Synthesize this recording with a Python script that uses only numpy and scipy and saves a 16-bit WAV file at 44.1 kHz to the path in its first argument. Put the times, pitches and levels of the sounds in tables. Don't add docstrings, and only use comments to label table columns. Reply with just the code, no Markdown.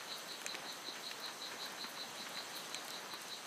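import sys
import numpy as np
from scipy import signal
from scipy.fft import rfft, irfft, next_fast_len
from scipy.io import wavfile
from scipy.ndimage import uniform_filter1d, map_coordinates

SR = 44100
rng = np.random.default_rng(int(sys.argv[2]) if len(sys.argv) > 2 else 0)


def unload_wav(signal):
    wavfile.write(
        sys.argv[1],
        SR,
        np.round(np.clip(np.atleast_2d(signal).T, -1, 1) * 32767).astype(np.int16),
    )


def ratio(d):
    e = np.asarray(d, float) / 20
    return 10 ** e


N = 152586


def unit(x):
    return x / np.sqrt(np.mean(x ** 2) + 1e-20)


def wobble(rate_hz, size=N):
    knots = rng.standard_normal(int(size * 400 / SR) + 4)
    return map_coordinates(knots, [np.arange(size) * min(rate_hz, 399) / SR])


def filtered(x, response):
    m = next_fast_len(len(x) + 4096)
    return irfft(rfft(x, m) * response(np.fft.rfftfreq(m, 1 / SR)), m)[:len(x)]


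def peak(f, hz, width_hz):
    return 1j * f * width_hz / (hz * hz - f * f + 1j * f * width_hz + 1e-9)


def rush(spectrum, patchy_db):
    z = signal.stft(rng.standard_normal(N), nperseg=512)[2]
    field = uniform_filter1d(rng.standard_normal(z.shape), 12, 0)
    field = uniform_filter1d(field, 6, 1)
    x = signal.istft(z * ratio(patchy_db * unit(field)), nperseg=512)[1][:N]
    f, db = np.transpose(spectrum)
    return unit(filtered(x, lambda hz: ratio(np.interp(np.log(hz + 1), np.log(f), db))))


def drops(rows, broad, gain_db):
    snap, lag_s = 1.9, .0006
    out, t = np.zeros(N + SR), np.arange(2048) / SR
    noises = rng.standard_normal((len(rows), len(t)))
    for (s, db, hz, t60), noise in zip(rows, noises):
        push = noise * ratio(-60 * t / t60) + snap * np.sqrt(SR / hz) * (t == 0)
        puff = filtered(push, lambda f: peak(f, hz, broad * hz) ** 2)
        out[round((s + lag_s) * SR):][:len(t)] += ratio(db + gain_db) * puff / np.abs(puff).max()
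    return out[:N]


def scatter(per_s, db, spread_db, hz, octaves, t60):
    u = rng.random((int(per_s * N / SR), 4))
    start_s = u[:, 0] * N / SR
    size_db = db - spread_db * np.log(1 - .97 * u[:, 1])
    centre_hz = np.clip(hz * 2 ** (octaves * (2 * u[:, 2] - 1)), 100, 15000)
    return np.c_[start_s, size_db, centre_hz, t60 * 4 ** u[:, 3]]


def rain():
    # frequency in Hz, density in dB per Hz.
    hiss_spectrum = [(25, -20), (70, -13), (170, 1), (320, -0.5), (900, 1.5), (1800, -1), (2800, -7.5),
                     (15400, -39)]
    # frequency in Hz, density in dB per Hz.
    spray_spectrum = [(1500, -23), (3000, -3), (4500, -3.5), (5050, -7), (8400, -8), (9400, -15),
                      (12500, -14), (15400, -22.5)]
    swell_db = .35 * wobble(3.05)
    hiss = ratio(-50.5 + swell_db + 0.7 * wobble(11)) * rush(hiss_spectrum, patchy_db=0.34)
    spray = ratio(-54 + swell_db + 0.87 * wobble(14)) * rush(spray_spectrum, patchy_db=1.55)
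    patter_rows = scatter(120, db=-55.5, spread_db=2.5, hz=848, octaves=1.73, t60=0.011)
    fizz_rows = scatter(90, db=-58, spread_db=3.5, hz=9000, octaves=0.78, t60=.008)
    patter = drops(patter_rows, broad=0.72, gain_db=-3.5)
    fizz = drops(fizz_rows, broad=.9, gain_db=0.7)
    return hiss + spray + patter + fizz


def insects():
    # centre in Hz, width in Hz, level in dB.
    choruses = [
        (5993, 75, -73.5),
        (6230, 260, -68),
        (3210, 80, -75),
    ]
    trill_hz, trill_db, gain_db = 92.5, 1, 4
    bands = []
    for hz, width_hz, db in choruses:
        band = filtered(rng.standard_normal(N), lambda f: peak(f, hz, width_hz) ** 2)
        bands.append(unit(band) * ratio(db + gain_db))
    return sum(b * ratio(trill_db * wobble(trill_hz) + 0.41 * wobble(3.14)) for b in bands)


def wood_echo(voice):
    t60_s, level_db, delay_s = 0.34, -3.5, .008
    decay = ratio(-60 * np.arange(SR // 2) / SR / t60_s)
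    tail = rng.standard_normal(SR // 2) * decay
    delayed = np.pad(voice, (round(delay_s * SR), 0))
    echo = signal.fftconvolve(delayed, tail / np.linalg.norm(tail))
    return ratio(level_db) * echo[:len(voice)]


def frog():
    # middle of the call in seconds, level in dB.
    calls = [(0.127, -48), (0.316, -49), (0.5, -48.5), (0.692, -49), (0.881, -48.5), (1.071, -49),
             (1.252, -48), (1.447, -47), (1.63, -48.5), (1.822, -48), (2.01, -48), (2.201, -51),
             (2.383, -48.5), (2.568, -49.5), (2.757, -50), (2.945, -50), (3.138, -50.5), (3.329, -49)]
    # centre in Hz, width in Hz, gain in dB.
    sac_modes = [
        (4062, 840, 2),
        (4610, 155, 7.5),
    ]
    period_s, gain_db = .189, 2
    tone_hz, detune_hz, wander_hz, climb_hz_per_s = 4062, 16, 35, 900
    start_hz, top_hz, quicken_s, quicken_at_s = 182.3, 284.2, .012, -0.0234
    rise_s, fall_s, peak_at_s, effort_shape = 0.024, 0.019, 0.0013, 1.68
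    scatter_db, alternate_db, jitter, sharpness = 2, 1.6, .05, 1.8
    slip_rad, alternate_slip_rad, rasp = .45, .4, .27

    lead, t = SR // 4, np.arange(SR // 5) / SR - .1
    voice = np.zeros(N + SR)
    flank_s = np.where(t < peak_at_s, rise_s, fall_s)
    effort = np.exp(-.5 * np.abs((t - peak_at_s) / flank_s) ** effort_shape)
    rate = start_hz + (top_hz - start_hz) / (1 + np.exp((quicken_at_s - t) / quicken_s))
    earlier_call = (calls[0][0] - period_s, calls[0][1])
    for s, db in [earlier_call] + list(calls):
        beat = np.cumsum(rate * (1 + jitter * wobble(61.7, size=len(t)))) / SR + rng.random()
        which = beat.astype(int)
        sign = (-1.) ** which
        size_db = scatter_db * rng.standard_normal(128)[which] + alternate_db * sign
        gate = np.abs(np.sin(np.pi * beat)) ** (2 * sharpness) * ratio(size_db)
        hz = tone_hz + detune_hz * rng.standard_normal() + climb_hz_per_s * t
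        hz = hz + wander_hz * wobble(79.3, size=len(t))
        slip = slip_rad * rng.standard_normal(128)[which] + alternate_slip_rad * sign
        tone = np.sqrt(2) * np.sin(2 * np.pi * np.cumsum(hz) / SR + slip)
        tone = tone + rasp * 4 * rng.standard_normal(len(t))
        sound = filtered(gate * tone, lambda f: sum(ratio(g) * peak(f, c, w) ** 2 for c, w, g in sac_modes))
        voice[round((s + t[0]) * SR) + lead:][:len(t)] += ratio(db + gain_db) * effort * unit(sound)
    return (voice + wood_echo(voice))[lead:][:N]


def taps():
    # start in seconds, peak level in dB, centre in Hz, decay time T60 in seconds.
    tap_rows = [(.1174, -40, 1610, 0.033), (.4165, -35, 1880, .015), (.5447, -32.5, 1800, 0.015),
                (.5505, -30.5, 2220, 0.022), (1.1124, -31.5, 2300, 0.037), (1.28, -38.5, 1660, 0.15),
                (1.5158, -36, 1500, 0.13), (1.663, -38, 1500, 0.035), (1.8424, -36, 1400, .1),
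                (2.266, -35.5, 1560, 0.086), (.955, -39, 1700, 0.2), (2.5, -46, 5600, .1),
                (2.372, -35, 1500, 0.072), (2.5735, -39, 1480, 0.039), (2.8812, -34, 3600, 0.011),
                (2.9048, -29.5, 4600, 0.0091), (3.1358, -34.5, 1110, 0.071), (3.06, -44, 1300, 0.081),
                (3.2824, -37, 6300, 0.018), (.008, -39, 1500, 0.15), (1.975, -40, 1150, .05)]
    return drops(tap_rows, broad=1.0, gain_db=0.7)


def ticks():
    # start in seconds, peak level in dB, centre in Hz, decay time T60 in seconds.
    tick_rows = [(.0812, -37, 10000, .02), (.18, -36.5, 10900, .1), (.2788, -33.5, 9000, 0.037),
                 (.3217, -32.5, 8400, .01), (.416, -29, 9500, .012), (.4275, -40, 11500, .015),
                 (.7238, -34, 9000, 0.045), (.9595, -39, 13000, .02), (1.11, -42, 8500, 0.15),
                 (1.1997, -34, 13500, 0.054), (1.2595, -33.5, 10000, .015), (1.509, -43, 13500, .015),
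                 (1.6566, -34.5, 11800, 0.033), (1.7215, -32, 11000, 0.02), (1.8335, -39, 13500, .015),
                 (1.869, -36, 12500, .02), (1.8931, -38, 13000, .12), (2.1046, -46, 8000, .02),
                 (2.2902, -35, 11600, 0.027), (2.553, -33, 12500, .03), (2.5621, -34, 12200, 0.15),
                 (2.6952, -33, 6500, 0.035), (2.8469, -30.5, 10000, .015), (2.8809, -30.5, 8500, .015),
                 (2.9046, -28.5, 11800, .015), (3.1368, -33.5, 11500, 0.038), (3.211, -44, 13000, .012),
                 (3.2171, -28, 10500, 0.013), (3.2824, -41, 12500, 0.045), (3.4027, -42, 9400, .012)]
    return drops(tick_rows, broad=1.0, gain_db=-6.0)


def thuds():
    # start in seconds, peak level in dB, centre in Hz, decay time T60 in seconds.
    thud_rows = [(.415, -44, 337, 0.054), (.452, -38.5, 625, .06), (.544, -40, 407, .06),
                 (.658, -43.5, 305, .06), (.885, -39, 337, 0.028), (1.627, -39.5, 970, 0.066),
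                 (1.805, -45, 292, 0.056), (1.845, -40.5, 220, 0.047), (2.197, -43, 218, 0.12),
                 (2.359, -43.5, 231, 0.12), (2.405, -37.5, 860, 0.11), (3.136, -41, 293, 0.072)]
    return drops(thud_rows, broad=.6, gain_db=-3)


def splats():
    # start in seconds, peak level in dB.
    impacts = [
        (.4633, -26.5),
        (2.7451, -28.5),
    ]
    # centre in Hz, width in Hz, gain in dB.
    first_leaf = [(1500, 900, -11), (2500, 140, 0), (3200, 190, -6), (6400, 550, -8.5), (7500, 900, -9.5),
                  (11800, 2500, -24)]
    # centre in Hz, width in Hz, gain in dB.
    second_leaf = [(1700, 660, -3), (2300, 640, 3.5), (3182, 840, 0), (3940, 420, -1.5), (6100, 960, -4.5),
                   (7620, 1200, -3), (11500, 4000, -21)]
    burst_s, tail_db, tail_t60_s, gain_db = .0016, -12, .035, 5.5
    out, t = np.zeros(N + SR), np.arange(2048) / SR
    envelope = np.maximum(t < burst_s, ratio(tail_db - 60 * t / tail_t60_s))
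    for (s, db), leaf in zip(impacts, (first_leaf, second_leaf)):
        burst = np.sign(rng.standard_normal(len(t))) * envelope

        def modes(f):
            return sum((-1) ** k * ratio(g) * peak(f, c, w) for k, (c, w, g) in enumerate(leaf))

        hit = filtered(burst, modes)
        out[round(s * SR):][:len(t)] += ratio(db + gain_db) * hit / np.abs(hit).max()
    return out[:N]


def scene():
    drips = taps() + ticks() + thuds() + splats()
    return (rain() + insects() + frog() + drips)[None]


def low_pass(x):
    return signal.sosfilt(signal.butter(12, 16430, fs=SR, output="sos"), x)


def record(dry):
    low_hz, top_hz = 119, 15450
    mic = lambda f: (1j * f / (low_hz + 1j * f)) ** 2 * (f < top_hz)
    return low_pass(filtered(dry[0], mic)[None])


dry = scene()
out = record(dry)
unload_wav(out)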